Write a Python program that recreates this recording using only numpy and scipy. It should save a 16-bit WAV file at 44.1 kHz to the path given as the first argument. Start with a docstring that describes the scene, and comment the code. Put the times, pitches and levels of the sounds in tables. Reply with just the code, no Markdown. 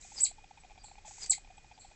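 """Over steady hiss come faint peeps and a wheezy intake, with low pulses about 15 times a second.
A flying squirrel on its wire cage is calling close to a small camera in a quiet room: each call is shaped
breath noise, a rough whistle with a rattle of random clicks, then a gliding near-sine chirp from about
7 to 14 kHz. Fainter calls answer from afar through a longer reverberation. The camera samples at 16 kHz,
so the chirp folds down above 8 kHz; its electronics add enveloped tone pulses, ticks and a thin whine."""
import sys
import numpy as np
from scipy import signal
from scipy.fft import rfft, irfft, next_fast_len
from scipy.io import wavfile

SR = 44100
rng = np.random.default_rng(int(sys.argv[2]) if len(sys.argv) > 2 else 0)


def to_wav(s):
    """Save 16-bit WAV."""
    ch = np.atleast_2d(s).T  # columns
    pcm = np.round(np.clip(ch, -1, 1) * 32767)  # PCM
    wavfile.write(sys.argv[1], SR, pcm.astype(np.int16))


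def magnitude_from_level(level_db):
    """Linear magnitude for a level in decibels (20 dB per decade)."""
    exponent = np.asarray(level_db, float) / 20
    return 10 ** exponent


N = 85995
T = np.arange(N) / SR  # time in s

# Pitch glide of the two near chirps, one list each: t/s, f/Hz
CHIRP_PITCH = [
    [(.2035, 6500), (.206, 7300), (.209, 7730), (.222, 7810), (.229, 7900), (.233, 8000), (.238, 8220),
     (.243, 8900), (.247, 10000), (.25, 11300), (.257, 12150), (.263, 13300), (.267, 13850), (.2695, 13930)],
    [(1.292, 7500), (1.297, 7720), (1.301, 7880), (1.304, 8020), (1.308, 8500), (1.312, 9700),
     (1.315, 11300), (1.321, 12150), (1.329, 13300), (1.334, 13850), (1.3375, 13930)],
]


def rms_one(x):
    """Normalisation by mean power: scales a signal to rms 1."""
    return x / np.sqrt(np.mean(x ** 2) + 1e-20)


def coloured(x, points):
    """Zero-phase linear filtering: multiplies the spectrum by a gain drawn through f/Hz, level/dB points."""
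    size = next_fast_len(x.shape[-1] + 4096)
    hz, db = np.transpose(points)
    bin_hz = np.arange(size // 2 + 1) * SR / size
    gain = magnitude_from_level(np.interp(np.log(bin_hz + 1), np.log(hz), db))
    return irfft(rfft(x, size) * gain, size)[..., :x.shape[-1]]


def drift(rate):
    """Low-pass random fluctuation: white noise through a double pole at rate Hz, rms 1."""
    r = np.exp(-2 * np.pi * rate / SR)
    slow = signal.lfilter([1], [1, -2 * r, r * r], rng.standard_normal(N + SR))
    return rms_one(slow[SR:])  # the first second lets the filter settle


def tones(x, table):
    """Parallel resonance: a sum of two-pole band-passes with rows f/Hz, width/Hz, level/dB."""
    out = 0
    for hz, width, db in table:
        r = np.exp(-np.pi * width / SR)
        poles = [2, -4 * r * np.cos(2 * np.pi * hz / SR), 2 * r * r]
        out = out + magnitude_from_level(db) * signal.lfilter([1 - r * r, 0, r * r - 1], poles, x + 1e-18)
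    return out


def hump(start, length, peak_share):
    """Raised-cosine envelope: rises smoothly to 1 at peak_share of its length, then falls."""
    ramp = np.interp(T, [start, start + peak_share * length, start + length], [0, 1, 0])
    return np.sin(np.pi / 2 * ramp) ** 2


def sine(hz, rough):
    """Amplitude and frequency modulation: a sine of nominal rms 1 whose level and pitch tremble."""
    level = np.sqrt(2) * (1 + rough * drift(380))
    pitch = hz * (1 + 0.013 * rough * drift(170))
    return level * np.sin(2 * np.pi * np.cumsum(pitch) / SR)


def room(x, t60, gap_s):
    """Reverberation as convolution: an exponentially decaying noise tail and one wall echo, coloured."""
    # Colour of the reflected sound: f/Hz, level/dB
    room_colour = [(1000, -9.5), (4300, -6.5), (5600, -8.5), (7400, -10.5), (8600, -4), (10300, -5),
                   (11700, -4), (12800, 2.5), (13850, -7)]
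    t = T[:SR // 2]
    fade_in = np.clip(t / gap_s, 0, 1)
    tail = rng.standard_normal(len(t)) * magnitude_from_level(-60 * t / t60) * fade_in
    tail *= magnitude_from_level(-0.5) / np.sqrt(np.sum(tail ** 2))
    tail[int(.016 * SR)] += magnitude_from_level(-15)  # the wall echo, after 16 ms
    return coloured(signal.fftconvolve(x, tail)[:N], room_colour)


def hiss():
    """Stationary noise: Gaussian samples shaped by a spectral density."""
    # Relative density of the hiss: f/Hz, level/dB per Hz
    hiss_colour = [(12, -22), (22, 9), (65, -4.5), (228, -17), (560, -21.5), (800, -18), (1050, -26),
                   (2020, -23), (2450, -22.5), (2800, -26), (7400, -25), (8000, -25), (8300, -78.5),
                   (20000, -120)]
    return magnitude_from_level(-56.5) * rms_one(coloured(rng.standard_normal(N), hiss_colour))


def whine():
    """Narrow-band noise: two resonances in cascade leave a thin line with a flickering level."""
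    line = [(2463, 30, 0)]  # f/Hz, width/Hz, level/dB
    flicker_db = 2.5 * drift(36)
    thin_line = rms_one(tones(tones(rng.standard_normal(N), line), line))
    return magnitude_from_level(-71 + flicker_db) * thin_line


def ticks():
    """Impulse response: low-passed single-sample clicks ring a pair of resonances."""
    # Small ticks between the pulses: t/s, level/dB (nominal)
    tick_times = [(0.5834, -48.5), (0.636, -44.5), (0.6989, -47), (0.7573, -49.5), (0.8838, -46.5),
                  (0.9549, -44.5), (1.475, -49), (1.6204, -64)]
    # Their ringing: f/Hz, width/Hz, level/dB
    tick_tones = [(806, 103, 9), (2350, 167, 6.5)]
    clicks = np.zeros(N)
    for s, db in tick_times:
        clicks[int(s * SR)] = magnitude_from_level(db + 25)  # offsets the loss in the filters
    low_pass = signal.butter(2, 3000, fs=SR, output="sos")
    return tones(signal.sosfilt(low_pass, clicks), tick_tones)


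def pulses():
    """Gated oscillation: short enveloped sines of random phase, each with resonant noise as fizz."""
    # Low electronic pulses: t/s, level/dB, f/Hz, length/s (nominal; the envelope opens 2 ms early)
    pulse_rows = [(0.046, -51.5, 755, 0.017), (0.118, -46.5, 840, 0.015), (0.179, -50, 795, 0.016),
                  (0.25, -49, 806, 0.013), (0.313, -46, 750, 0.0095), (0.382, -49.5, 856, 0.017),
                  (0.44, -45.5, 785, 0.012), (0.51, -43.5, 808, 0.01), (0.574, -47, 855, 0.011),
                  (0.643, -47.5, 747, 0.018), (0.707, -48, 796, 0.0089), (0.714, -47, 812, 0.013),
                  (0.778, -45.5, 780, 0.0074), (0.782, -48.5, 800, 0.012), (0.84, -45.5, 832, 0.019),
                  (0.914, -46.5, 801, 0.011), (0.98, -46, 828, 0.018), (1.048, -44.5, 842, 0.015),
                  (1.059, -49, 840, 0.025), (1.079, -49, 677, 0.013), (1.109, -45, 820, 0.013),
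                  (1.182, -46.5, 836, 0.0073), (1.235, -56, 780, 0.019), (1.274, -54.5, 732, 0.0081),
                  (1.315, -45, 815, 0.016), (1.379, -45.5, 800, 0.013), (1.447, -49, 806, 0.0093),
                  (1.502, -48, 740, 0.016), (1.513, -58.5, 778, 0.02), (1.578, -45.5, 814, 0.015),
                  (1.644, -49.5, 814, 0.011), (1.713, -46, 833, 0.01), (1.718, -50, 750, 0.014),
                  (1.778, -47, 810, 0.0077), (1.787, -46, 806, 0.0062), (1.847, -47, 788, 0.015),
                  (1.911, -51, 670, 0.011), (1.914, -51, 836, 0.013)]
    # Resonances of the fizz: f/Hz, width/Hz, level/dB
    fizz_tones = [(2470, 100, 7.5), (3290, 310, -3)]
    fizz = magnitude_from_level(-11) * rms_one(tones(rng.standard_normal(N), fizz_tones))
    tremble = 1 + .22 * drift(150)
    phases = rng.uniform(0, 2 * np.pi, len(pulse_rows))
    out = np.zeros(N)
    for (s, db, hz, length), phase in zip(pulse_rows, phases):
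        tone = tremble * np.sin(2 * np.pi * hz * (T - s) + phase)
        out += magnitude_from_level(db) * hump(s - .002, length + 0.001, .35) * (tone + fizz)
    return out


def peeps():
    """Steady-pitch tones: short near-sines under smooth envelopes."""
    # Faint short peeps from afar: t/s, length/s, f/Hz, level/dB
    peep_rows = [(.011, .01, 7200, -52), (.025, .007, 3900, -54), (.597, .03, 7850, -60),
                 (1.568, .022, 7850, -60)]
    return sum(magnitude_from_level(db) * hump(s, length, .3) * sine(np.full(N, hz), .4)
               for s, length, hz, db in peep_rows)


def far_chirps():
    """Reverberant field: weaker copies of the second chirp's shape, heard only through the room."""
    # Answering chirps: t/s, level/dB (gain on the near chirp's shape)
    far_rows = [(0.817, -26.5), (1.776, -28.5)]
    # Colour of the distant calls: f/Hz, level/dB
    far_colour = [(7400, -14.5), (8600, 10), (9300, -0.5), (10500, -20), (11750, 16), (12600, 2),
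                  (13850, 6)]
    second_start = CHIRP_PITCH[1][0][0]
    far = sum(magnitude_from_level(db) * chirp(count=1, shift_s=s - second_start) for s, db in far_rows)
    return room(coloured(far, far_colour), t60=.35, gap_s=0.011)


def wheeze():
    """Turbulent breath noise: Gaussian noise under a spectral colour and a level contour."""
    # Level contours of the two intakes, one list each: t/s, level/dB
    intakes = [
        [(0.0, -73), (0.012, -53.5), (0.11, -55.5), (0.184, -46.5), (0.208, -37.5), (0.215, -51.5)],
        [(1.04, -97), (1.058, -51.5), (1.194, -52), (1.244, -41), (1.256, -55), (1.262, -39.5), (1.276, -56),
         (1.288, -78.5), (1.29, -49)],
    ]
    # Relative density of the breath: f/Hz, level/dB per Hz
    breath_colour = [(700, -52), (1300, -23), (2150, -10), (2800, -17), (3700, -15), (5500, -8.5),
                     (6100, -4.5), (6600, -1.5), (6950, -1), (7300, 0.5), (8000, -2), (8400, -39),
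                     (17600, -120)]
    contour = sum(magnitude_from_level(np.interp(T, *np.transpose(rows), left=-120, right=-120)) for rows in intakes)
    air = rms_one(coloured(rng.standard_normal(N), breath_colour))
    return contour * magnitude_from_level(1.5 * drift(74)) * air


def rattle():
    """Random pulse train: uneven clicks in the throat decay exponentially and gate noise into puffs."""
    # Spells of rattle: start t/s, end t/s, level/dB
    spells = [(0.131, 0.233, -57), (1.197, 1.271, -56.5)]
    # Relative colour of the rattle: f/Hz, level/dB per Hz
    throat_colour = [(80, -8.5), (200, 5.5), (1000, 2), (2500, -10), (4000, -4.5), (8000, -12.5)]
    clicks_per_s = 1100  # on average
    sizes_db = 2.5 * np.minimum(rng.exponential(1, N), 3)
    clicks = (rng.random(N) < clicks_per_s / SR) * magnitude_from_level(sizes_db)
    puffs = signal.lfilter([1], [1, -.97], clicks) * rng.standard_normal(N)
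    envelope = sum(magnitude_from_level(db) * hump(a, b - a, .6) ** .5 for a, b, db in spells)
    return rms_one(coloured(puffs, throat_colour)) * envelope


def whistles():
    """Frequency glide with amplitude modulation: rough near-sines sag evenly in pitch and throb."""
    # Rough whistles before a chirp: t/s, length/s, start f/Hz, end f/Hz, level/dB
    whistle_rows = [(.154, .048, 5350, 4550, -41), (.778, .055, 4800, 4720, -62),
                    (1.21, .046, 5150, 4580, -39), (1.728, .035, 4800, 4750, -67)]
    throb = magnitude_from_level(3.0 * drift(50))
    out = np.zeros(N)
    for s, length, start, end, db in whistle_rows:
        pitch = np.interp(T, [s, s + length], [start, end])
        out += magnitude_from_level(db) * hump(s, length, .62) ** .5 * sine(pitch, .55)
    return throb * out


def chirp(count, shift_s):
    """Linear filtering: a gliding near-sine coloured by resonances of the microphone and its case, with a cage echo."""
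    # Level contours of the two near chirps, one list each: t/s, level/dB
    chirp_levels = [
        [(.203, -35.5), (.209, -27), (.222, -18), (.229, -30), (.233, -19), (.24, -18.5), (.245, -28.5),
         (.253, -32), (.264, -32), (.271, -48)],
        [(1.292, -70), (1.297, -23.5), (1.3, -23.5), (1.305, -16), (1.311, -22), (1.318, -31), (1.333, -32.5),
         (1.339, -29.5)],
    ]
    # Resonances of the microphone and its case: f/Hz, level/dB
    microphone_colour = [(6500, 0), (8900, 0), (10300, -11), (11200, -3), (11900, 0), (12400, -15),
                         (13200, -20), (13850, -5), (14500, -14)]
    s, hz = np.transpose(CHIRP_PITCH[count])
    t = T - shift_s
    edge = np.interp(t, [s[0] - .001, s[0], s[-1], s[-1] + 0.00067], [0, 1, 1, 0])
    contour = magnitude_from_level(np.interp(t, *np.transpose(chirp_levels[count])))
    source = edge * contour * sine(np.interp(t, s, hz), rough=.1)
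    direct = coloured(source, microphone_colour)
    cage_echo = magnitude_from_level(-6) * np.interp(T - .0025, T, direct)  # 2.5 ms later
    return direct + cage_echo


def scene():
    """Superposition: direct and reverberant sound add up, nearly mono, with a faint uneven side signal."""
    # Colour of the faint side signal: f/Hz, level/dB
    side_colour = [(30, -10.5), (130, -1), (1200, -3), (3000, -2), (6000, -3)]
    background = hiss() + whine() + ticks() + pulses()
    near = peeps() + wheeze() + rattle() + whistles() + chirp(count=0, shift_s=0) + chirp(count=1, shift_s=0)
    mid = background + far_chirps() + near + room(near, t60=0.14, gap_s=0.012)
    side = magnitude_from_level(-33.5) * coloured(mid * drift(30), side_colour)
    return mid + side * np.array([[1], [-1]])


def top_cut(x):
    """Nothing passes above the cut-off."""
    return signal.sosfilt(signal.butter(12, 9490, fs=SR, output="sos"), x)


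def record(dry):
    """Aliasing: sampling at 16 kHz mirrors the sound about 8 kHz; a soft filter passes the mirror's edge."""
    # Resampling filter: f/Hz, level/dB
    resampling_edge = [(7700, -2.5), (8000, -3.5), (8200, -30.5), (8500, -58.5), (9200, -85), (12000, -97)]
    sampling_hz = 16000
    mirrored = dry * (1 + 2 * np.cos(2 * np.pi * sampling_hz * T))
    finished = coloured(mirrored, resampling_edge)
    return top_cut(finished)


dry = scene()
out = record(dry)
to_wav(out)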